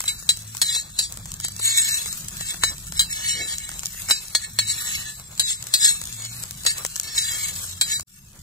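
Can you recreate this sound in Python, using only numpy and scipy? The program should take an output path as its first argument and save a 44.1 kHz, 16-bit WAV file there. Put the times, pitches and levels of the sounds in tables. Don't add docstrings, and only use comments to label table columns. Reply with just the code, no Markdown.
import sys
import numpy as np
from scipy import signal
from scipy.fft import rfft, irfft, next_fast_len
from scipy.io import wavfile
from scipy.ndimage import uniform_filter1d

SR = 44100
rng = np.random.default_rng(int(sys.argv[2]) if len(sys.argv) > 2 else 0)


def amplitude_ratio(level_db):
    exponent = np.asarray(level_db, float) / 20
    return 10 ** exponent


def to_wav(sig):
    pcm = np.clip(np.atleast_2d(sig), -1, 1) * 32767
    pcm = np.round(pcm).astype(np.int16)
    wavfile.write(sys.argv[1], SR, pcm.T)


N = 371318

# start in seconds, peak level in dB, low part in dB.
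POPS = [(0.0044, -6.5, -16.5), (0.0397, -13.5, -11.5), (0.2255, -23.5, -15), (0.549, -15, -17),
        (0.7633, -13, -14), (1.1725, -14, -21.5), (1.257, -15, -21), (1.4007, -9.5, -23),
        (1.4481, -7.5, -20.5), (1.5966, -14, -12.5), (2.059, -8.5, -18.5), (2.4086, -10, -15),
        (2.542, -12.5, -15.5), (2.9223, -9, -21), (3.5396, -12.5, -18), (3.691, -11.5, -16.5),
        (3.716, -16.5, -13.5), (3.8332, -11.5, -17), (3.9446, -22, -11.5), (4.087, -8, -17),
        (4.0994, -0.5, -19), (5.1975, -16, -18.5), (5.5075, -10, -22.5), (6.015, -8.5, -20.5),
        (6.251, -12, -23), (6.4366, -7.5, -23), (6.6512, -6, -17), (6.8496, -3.5, -14), (7.641, -12, -19),
        (7.9964, -8.5, -19.5)]
# start in seconds, peak level in dB.
SPITS = [(0.3718, -13), (0.5691, -9), (0.812, -15), (1.1233, -14.5), (1.3176, -10), (1.3399, -13),
         (1.4837, -6), (1.5645, -13.5), (1.774, -8), (1.8, -10), (1.8912, -4.5), (2.1273, -8),
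         (2.284, -10.5), (2.369, -13.5), (2.782, -19), (2.869, -19), (3.5831, -8), (3.793, -10),
         (3.8575, -4), (4.0195, -12), (5.3778, -11.5), (5.6258, -10.5), (5.6693, -8.5), (6.0725, -13),
         (6.5094, -8), (6.782, -11.5), (6.9627, -4.5), (6.9985, -0.5), (2.976, -16), (4.093, -11),
         (5.7453, -5), (6.971, -22), (6.9768, -27), (7.245, -8.5), (2.86, -24), (7.4844, -6), (7.562, -14)]
# start in seconds, peak level in dB.
MORE_SPITS = [(1.1304, -28), (1.2614, -26), (1.306, -21.5), (1.5204, -21), (1.629, -21), (1.805, -14),
              (2.0884, -12.5), (2.4897, -22), (2.506, -11), (2.8834, -27), (2.9485, -22.5), (2.9702, -14.5),
              (3.2241, -17), (3.922, -21), (4.2827, -17), (4.6791, -11), (4.7626, -21), (5.3338, -31),
              (5.352, -22), (6.0388, -11), (6.345, -29), (6.6059, -35), (6.6353, -13), (6.858, -15),
              (6.9581, -6), (7.3347, -18), (7.6955, -14)]
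# time in seconds, sizzle level in dB.
SIZZLE = [(0.0, -43.5), (0.29, -49), (1.07, -52), (1.65, -49.5), (1.79, -41.5), (2.91, -47), (3.49, -48.5),
          (4.11, -46.5), (4.52, -52), (4.85, -42.5), (5.39, -56), (5.68, -47), (5.92, -43), (6.51, -47.5),
          (7.13, -45.5), (7.36, -38), (7.6, -42.5), (8.03, -49)]
# start in seconds, peak in dB, flatness in dB, edge in dB, favoured mode in Hz.
TAPS = [(0.056, -25, -36, -4, 3860), (0.0798, -15.5, -32, -33, 3945), (0.291, -5.5, -18, -25, 3950),
        (0.6165, -8, -14, -7.5, 6700), (0.7472, -16, -31, -8.5, 4220), (0.9893, -8.5, -39, -10.5, 4056),
        (1.5926, -25.5, -20, 1, 4500), (2.6357, -7, -4.5, -14, 4040), (2.9943, -5.5, -40, -33, 3940),
        (3.0079, -13, -17, -37, 8000), (4.1092, -6.5, -9, -9.5, 3960), (4.3501, -8.5, -11, -52, 4305),
        (4.588, -8, -10.5, -35, 4280), (4.697, -30, -30, -26, 4056), (5.3959, -6, -34, -11, 4305),
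        (5.739, -4, -50, -15, 4310), (6.664, -7, -11.5, -35, 6670), (7.1789, -15, -40, -26, 3950),
        (7.812, -6, -28, -11.5, 4800)]
TAP_CORNER_DB = [-3, -8, -3, 6, 1, -0.5, 2, -1, -4, 1.5, -3, 9.5, 6.5, -4, 0, 5.5, 2, -8, -2.5]
# pitch in Hz, level in dB, t60 in seconds, belly (+1 at the corner, -1 mid-blade).
BLADE_MODES = [(1788, -11, 0.014, -.1), (1749, -6, 0.14, 0.19), (1866, -7, 0.06, 1), (2205, -3, 0.068, .2),
               (2648, -5.5, 0.074, 0.2), (2965, -7, 0.045, -0.039), (3230, -11, 0.13, -0.46),
               (3402, -8.5, 0.081, 0.68), (3590, -8.5, 0.02, .3), (3950, 0, 0.092, -.6),
               (3940, -11, 0.26, -.9), (4305, -4.5, 0.09, 0.95), (4502, -7.5, 0.043, 0.49),
               (4800, -12.5, 0.22, -.6), (4852, -9, 0.15, 0.5), (5355, -7, 0.05, .6),
               (5500, -21.5, 0.29, .1), (5760, -7.5, 0.077, 0.072), (6382, -10, 0.11, 0.13),
               (6700, -6, 0.1, 0.37), (6817, -2, 0.015, 0.15), (7530, -3.5, 0.092, -1.3),
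               (7800, -12, 0.066, 0.22), (7740, 2.5, 0.023, -0.1), (8070, 0, 0.12, -0.0058),
               (8287, -1.5, 0.02, -.1), (8190, -3.5, 0.099, 0.014), (8570, -9, 0.077, .1),
               (7180, -10, .06, 0.44), (9000, -16.5, .08, 0.62), (9580, -15, 0.16, -1.8),
               (10570, -25.5, 0.1, 0.42), (11500, -18, 0.08, 0.79), (12900, -17.5, 0.066, .1)]
# start in seconds, length in seconds, drag in dB, flatness in dB, tilt in dB.
PUSHES = [(0.653, 0.1, -27, -25, -6), (1.651, 0.073, -26, -20, -7.5), (1.771, 0.17, -28, -19, -8.5),
          (1.972, 0.16, -40.5, -23.5, -6.5), (2.404, 0.063, -38.5, -16.5, -7),
          (3.112, 0.057, -34, -18.5, -6), (3.218, 0.21, -36, -7.5, -1), (3.49, 0.029, -33, -17, -6),
          (3.596, .12, -40, -10, -13), (4.777, .32, -38, -11, -8.5), (5.997, 0.22, -42, -29, -15),
          (7.037, 0.043, -39.5, -8, 2), (7.269, 0.22, -35, -16.5, -6.5), (7.58, 0.19, -42, -40, -8)]
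# peak time in seconds, half length in seconds, drag in dB, flatness in dB, tilt in dB.
FLICKS = [(0.0, 0.029, -40.5, -14, -20), (0.091, 0.027, -27.5, -17, -10), (1.028, 0.068, -32.5, -34, -1.5),
          (1.448, 0.045, -34, -24.5, -5.5), (2.506, 0.035, -28.5, -19.5, -12), (2.626, 0.013, -33, -6, -13),
          (2.668, 0.076, -34.5, -14.5, -8), (2.979, 0.034, -32.5, -20.5, -5),
          (3.29, 0.046, -24.5, -18, -3.5), (3.401, 0.06, -38.5, 3, 4), (3.86, 0.035, -49, -7, -27),
          (4.105, 0.029, -24.5, -17, 3), (4.162, 0.078, -36.5, -15, 2), (4.438, 0.049, -34.5, -13, -5),
          (4.614, 0.063, -31, -10.5, -4), (4.705, 0.043, -24, -21, -5), (4.947, 0.022, -34.5, -3, 10),
          (5.492, 0.093, -27, -25.5, -7.5), (5.854, 0.08, -17, -24, -8), (6.247, 0.11, -37.5, -10, -1),
          (6.686, 0.045, -27, -12.5, -3), (6.77, 0.059, -37, -8, -18), (7.179, 0.086, -26.5, -18.5, -2.5),
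          (7.921, 0.053, -22.5, -18, -4)]
# drag in dB, flatness in dB, tilt in dB.
STIR = (-44, -25.5, -7.5)
# start in seconds, length in seconds, level over the drag in dB.
SKIMS = [(.62, 0.19, -19), (1.62, 0.098, -7.5), (1.754, 0.38, -7), (3.1, .17, -9), (3.27, 0.3, -28),
         (4.602, 0.57, -19.5), (5.42, .15, -18), (5.75, 0.14, -18), (7.015, .5, -10.5), (7.83, 0.23, -11)]
# time in seconds, level in dB.
SHOVE = [
    (3.3, -71),
    (3.38, -49.5),
    (3.43, -42.5),
    (3.482, -74),
    (3.52, -70.5),
]
# middle in seconds, half length in seconds, pitch in Hz, level in dB.
SWELLS = [(0.065, 0.049, 105, -42.5), (0.494, 0.22, 102, -42), (1.195, 0.083, 112, -42.5),
          (1.497, 0.44, 102, -45), (3.24, 0.31, 100, -51), (2.404, .7, 165.5, -50.5),
          (2.998, .04, 45.1, -38), (4.07, .12, 90, -48.5), (4.632, 0.201, 110, -42),
          (5.055, 0.11, 114, -45.5), (5.675, 0.12, 116, -49.5), (6.3, .28, 120, -42.5),
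          (7.502, 0.39, 100, -44)]
# time in seconds, level in dB.
BREEZE = [(0.0, -51.5), (0.38, -60), (0.82, -56.5), (1.07, -53), (1.51, -57), (1.87, -55.5), (2.2, -55.5),
          (2.74, -53.5), (3.16, -54.5), (3.39, -53.5), (4.32, -55), (4.75, -53.5), (5.46, -56), (6.04, -56),
          (7.87, -54.5), (8.0, -54.5)]
# time in seconds, gain in dB.
SCENE_CHANGE = [
    (0, 1),
    (8.03, 0),
    (8.036, -74),
    (8.047, -67),
    (8.062, -49.5),
    (8.075, -18),
    (8.15, -10.5),
    (8.3, -7.5),
    (8.42, -3),
]
WIDE_SHOT_S = SCENE_CHANGE[1][0]

# frequency in Hz, level in dB per Hz.
HISS_COLOUR = [(710, -51), (1200, -10.5), (2700, -8.5), (4230, -9), (7650, 0), (9500, -6.5), (14600, -6.5),
               (15400, -13), (16500, -44.5)]
SPIT_COLOUR = [(1500, -25.5), (3000, -3), (4200, -1.5), (8000, 10), (9500, -1), (15500, -5), (16600, -46)]
PAN_COLOUR = [(150, -20), (280, -8), (600, -7.5), (1200, -5), (2200, -12), (4000, -17)]
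THUD_COLOUR = [(200, -4.5), (400, -2.5), (800, 0.5), (1500, 4.5), (2300, -0.5), (4000, -15)]
DENSE_COLOUR = [(590, -47), (1000, -54), (1740, -8.5), (2070, -18.5), (2220, -15.5), (3630, -16), (3900, 1),
                (6090, -21), (7880, -1), (9070, -16), (14500, -21.5), (15900, -24.5), (16500, -63)]
SKIM_COLOUR = [(6000, -21), (8600, -2), (10000, -2), (13000, 1.5), (15500, -7.5), (16600, -49)]
GRIND_COLOUR = [(150, -33), (260, -9), (400, -7), (700, -13), (1200, -39)]
RUMBLE_COLOUR = [(12, -29), (20, -8), (32, 0.5), (70, -0.5), (108, -1), (172, -1.5), (253, -17), (300, -25),
                 (390, -23), (660, -120)]
# frequency in Hz, likeness from 0 to 1.
ALIKE = [(30, 0.82), (120, 1), (200, 1), (330, 0.82), (1000, 0.72), (3000, 0.035), (8000, 0.028),
         (15000, 0.083)]
# frequency in Hz, lean towards the left in dB.
LEAN = [(700, -0.17), (2500, -1), (4500, 0), (9000, 1.4), (13000, -0.5)]
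LAG_S = -.00018


def unit(x):
    return x / np.sqrt(np.mean(x ** 2) + 1e-20)


def along(points, hz):
    f, v = np.transpose(points)
    return np.interp(np.log(hz + 1), np.log(f + 1), v)


def curves(rows):
    s, *cols = np.transpose(rows)
    return [np.interp(np.arange(N) / SR, s, c) for c in cols]


def wobble(rate, depth_db):
    knots = amplitude_ratio(depth_db * rng.standard_normal(int(N * rate / SR) + 2))
    return np.interp(np.arange(N) * rate / SR, np.arange(len(knots)), knots)


def noise():
    return rng.standard_normal((2, N))


def bursts(times, levels_db, t60, rise):
    kicks = np.bincount(np.round(times * SR).astype(int), amplitude_ratio(levels_db), N)[:N]
    t = np.arange(SR // 10) / SR
    return signal.fftconvolve(kicks, amplitude_ratio(-60 * t / t60) * (1 - np.exp(-t / rise)))[:N]


def coloured(pair, spectrum, lag_s=0):
    m = next_fast_len(N + 8192)
    hz = np.fft.rfftfreq(m, 1 / SR)
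    turn = np.arccos(np.clip(along(ALIKE, hz), -1, 1)) / 2
    mid, side = rfft(pair, m) * unit(amplitude_ratio(along(spectrum, hz))) * [np.cos(turn), np.sin(turn)]
    lean = amplitude_ratio(along(LEAN, hz))
    left = (mid + side) * np.exp(-2j * np.pi * hz * lag_s) * lean
    right = (mid - side) / lean
    return irfft(np.array([left, right]), m)[:, :N]


def crowded(pair, depth_db):
    z = signal.stft(pair, nperseg=1024)[2]
    steady = uniform_filter1d(rng.standard_normal((z.shape[1], 1)), size=2, axis=0)
    drift = uniform_filter1d(rng.standard_normal(z.shape[1:]), size=2, axis=0)
    drift = uniform_filter1d(drift, size=8, axis=1)
    gain = unit(amplitude_ratio(depth_db * (0.38 * unit(steady) + 0.81 * unit(drift))))
    return signal.istft(z * gain, nperseg=1024)[1][:, :N]


def blend(level_db, *traits):
    power = amplitude_ratio(2 * np.maximum(level_db, -120))
    total = power.sum(0)
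    rows = [10 * np.log10(total)] + [trait @ power / total for trait in traits]
    return curves(np.transpose([np.arange(power.shape[1]) / 1000, *rows]))


def steam_hiss(sizzle_db):
    grain = unit(wobble(9.7, depth_db=3.0) * wobble(90, depth_db=2.5) * wobble(900, depth_db=1.0))
    return coloured(amplitude_ratio(sizzle_db + 8.0) * grain * crowded(noise(), depth_db=6.5), HISS_COLOUR, LAG_S)


def pan_body(sizzle_db):
    body_db = -55.5 + 0.48 * (sizzle_db - sizzle_db.mean())
    return coloured(amplitude_ratio(body_db) * wobble(25, depth_db=5.5) * noise(), PAN_COLOUR)


def spitting(sizzle_db):
    thin_low_db = -30
    spits = [(s, db, thin_low_db) for s, db in SPITS]
    more_spits = [(s, db + 0.5, thin_low_db) for s, db in MORE_SPITS]
    s, db, low_db = np.transpose([*POPS, *spits, *more_spits])
    when, size = rng.random((800, 2)).T
    bubbles = bursts(when * (N - 1) / SR, 10 - 4 * np.log(size + 0.17), t60=0.011, rise=0.00025)
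    bubbles *= amplitude_ratio(sizzle_db)
    late, loss = rng.random((len(s), 2)).T
    drops = bursts(s + 0.014 * (.5 + late), db - 17 * (.5 + loss), t60=0.01, rise=0.00025)
    bang = bursts(s, db - 3.0, t60=0.0065, rise=0.00043)
    spit = coloured((bubbles + bang + drops) * np.sign(noise()), SPIT_COLOUR, LAG_S)
    knock = bursts(s, db + low_db + 0.5, t60=0.017, rise=0.00092)
    return spit + coloured(knock * np.sign(noise()), THUD_COLOUR)


def frying():
    sizzle_db, = curves(SIZZLE)
    return steam_hiss(sizzle_db) + pan_body(sizzle_db) + spitting(sizzle_db)


def strokes():
    t = np.arange(N * 1000 // SR + 1) / 1000
    start, length, push_db, *push = np.transpose(PUSHES)[..., None]
    peak, half, flick_db, *flick = np.transpose(FLICKS)[..., None]
    press_db_per_s, lift_db_per_s = 344, 225
    before, after = np.maximum(start - t, 0), np.maximum(t - start - length, 0)
    pushes = push_db - press_db_per_s * before - lift_db_per_s * after
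    flicks = flick_db - 15 * abs(t - peak) / half
    traits = [np.r_[a[:, 0], b[:, 0], stir] for a, b, stir in zip(push, flick, STIR[1:])]
    return blend(np.vstack([pushes, flicks, STIR[0] + 0 * t]), *traits)


def blade_ring(grit, drag_db, flat_db, tilt_db):
    s, db, tap_flat_db, _, favoured_hz = np.transpose(TAPS)
    bite = grit * amplitude_ratio(np.minimum(drag_db + 36, 0) - 1)
    flat, tilted = bite * amplitude_ratio(flat_db + 13.0), bite * amplitude_ratio(tilt_db + 5.0)
    at = np.round(s * SR).astype(int)
    luck = rng.standard_normal((len(s), len(BLADE_MODES)))
    scratch = rng.standard_normal(2 * N)
    out = np.zeros((2, N))
    for k, (hz, mode_db, t60, belly) in enumerate(BLADE_MODES):
        low, middle = hz < 3100, 4100 < hz < 6100
        fade, turn = amplitude_ratio(-60 / (t60 * SR)), 2 * np.pi * hz / SR
        drag = flat if low else tilted if middle else bite
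        force = drag * wobble(16, depth_db=3.5) * scratch[rng.integers(N):][:N] * np.sqrt(1 - fade ** 2)
        favour = 5 * np.exp(-((hz - favoured_hz) / 90) ** 2) + belly * np.array(TAP_CORNER_DB)
        force[at] += amplitude_ratio(db - 11.5 + low * (tap_flat_db + 5.0) + favour + 2.03 * luck[:, k])
        resonator = [1, -2 * fade * np.cos(turn), fade ** 2]
        ring = signal.lfilter(amplitude_ratio(mode_db) * np.array([.5, 0, -.5]), resonator, force)
        lean, path = rng.standard_normal(2) * .6 + [np.log2(hz / 4500), 0]
        swing = 9 * np.log10(wobble(3.5, depth_db=2.5))
        quarter_cycle_late = np.roll(ring, round(SR / hz / 4))
        ring_left = np.cos(swing) * ring + np.sin(swing) * quarter_cycle_late
        out[0] += np.roll(ring_left, round(LAG_S * SR + 3 * low + 1.5 * path)) * amplitude_ratio(1.5 * lean)
        out[1] += ring * amplitude_ratio(-1.5 * lean)
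    return out


def rasp_and_blows(grit):
    s, db, flat_db, edge_db, _ = np.transpose(TAPS)
    rasp = grit * amplitude_ratio(-6.5)
    crack = bursts(s, db - 12.5, t60=0.017, rise=0.00078) + bursts(s, db - 9.0, t60=0.14, rise=0.0022)
    edge = bursts(s, db + edge_db + 1.0, t60=0.063, rise=0.0019)
    thud = bursts(s, db + flat_db - 6.5, t60=0.038, rise=0.00022)
    dense = rasp * crowded(noise(), depth_db=10.5) + crack * crowded(noise(), depth_db=6)
    edge_colour = [(7000, -10.0), (9000, 8.0), (15500, -12.0), (16600, -47)]  # (Hz, dB per Hz)
    out = coloured(dense, DENSE_COLOUR, LAG_S) + coloured(edge * noise(), edge_colour, LAG_S)
    return out + coloured(thud * np.sign(noise()), THUD_COLOUR)


def edge_skim(grit):
    t = np.arange(N) / SR
    skim = grit * sum(amplitude_ratio(over_db) * (abs(t - start - length / 2) < length / 2)
                      for start, length, over_db in SKIMS)
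    return coloured(skim * crowded(noise(), depth_db=6), SKIM_COLOUR, LAG_S)


def spatula():
    drag_db, flat_db, tilt_db = strokes()
    catch = unit(wobble(30, depth_db=2.0) * wobble(110, depth_db=1.65) * wobble(400, depth_db=1.5))
    grit = amplitude_ratio(drag_db) * catch
    grit[round(WIDE_SHOT_S * SR):] = 0
    return blade_ring(grit, drag_db, flat_db, tilt_db) + rasp_and_blows(grit) + edge_skim(grit)


def engine():
    middle, half, hz, db = np.transpose(SWELLS)[..., None]
    t = np.arange(N * 1000 // SR + 1) / 1000
    drone_db, drone_hz = blend(db - 12.5 * ((t - middle) / half) ** 2, hz[:, 0])
    turns = 2 * np.pi * np.cumsum(drone_hz * wobble(11, depth_db=0.6)) / SR
    return amplitude_ratio(drone_db) * wobble(8, depth_db=2.5) * (np.sin(turns) + .15 * np.sin(2 * turns))


def open_air():
    air_db, = curves(BREEZE)
    level_db = -47.5 + 4 * (np.arange(N) > WIDE_SHOT_S * SR) + air_db - air_db.mean()
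    gusts = wobble(11, depth_db=2.0) * wobble(4, depth_db=2.2)
    return coloured(amplitude_ratio(level_db) * gusts * noise(), RUMBLE_COLOUR)


def food_shove():
    s, db = np.transpose(SHOVE)
    rock = np.interp(np.arange(N) / SR, s, amplitude_ratio(db), 0, 0) * wobble(50.1, depth_db=4.5)
    return coloured(rock * noise(), GRIND_COLOUR)


def scene():
    pan = frying() + spatula() + food_shove()
    return pan * amplitude_ratio([[.3], [-.3]]) + engine() + open_air()


def thinned(x, margin_db, spent_db, top_hz):
    hz, _, z = signal.stft(x, SR, nperseg=1024)
    power = uniform_filter1d(np.sum(abs(z) ** 2, axis=0), size=5, axis=1)
    band = uniform_filter1d(power, size=5, axis=0)
    short = np.kron(rng.standard_normal(np.array(power.shape) // 6 + 1), np.ones((6, 6)))
    short = short[:len(hz), :z.shape[2]]
    margin = margin_db * np.where(hz > 8500, .7, 1)[:, None]
    mask = uniform_filter1d(power, size=40, axis=0) * amplitude_ratio(2 * spent_db * short - 2 * margin)
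    total = np.sum(abs(z) ** 2, axis=(0, 1))
    blow = total > 2.5 * uniform_filter1d(total, size=7)
    keep = (band > mask) & (hz < top_hz)[:, None] | (hz < 1800)[:, None] | blow
    z = z * np.maximum(keep, .005) * (hz < 16500)[:, None]
    return signal.istft(z, SR, nperseg=1024)[1][:, :N]


def band_limit(x):
    return signal.sosfilt(signal.butter(12, 16640, fs=SR, output="sos"), x)


def record(dry):
    overloaded = dry / (1 + abs(dry / 1.05) ** 4) ** .25
    camera = thinned(overloaded, margin_db=3.8, spent_db=3, top_hz=15700)
    fade_db, = curves(SCENE_CHANGE)
    return band_limit(camera * amplitude_ratio(fade_db))


dry = scene()
out = record(dry)
to_wav(out)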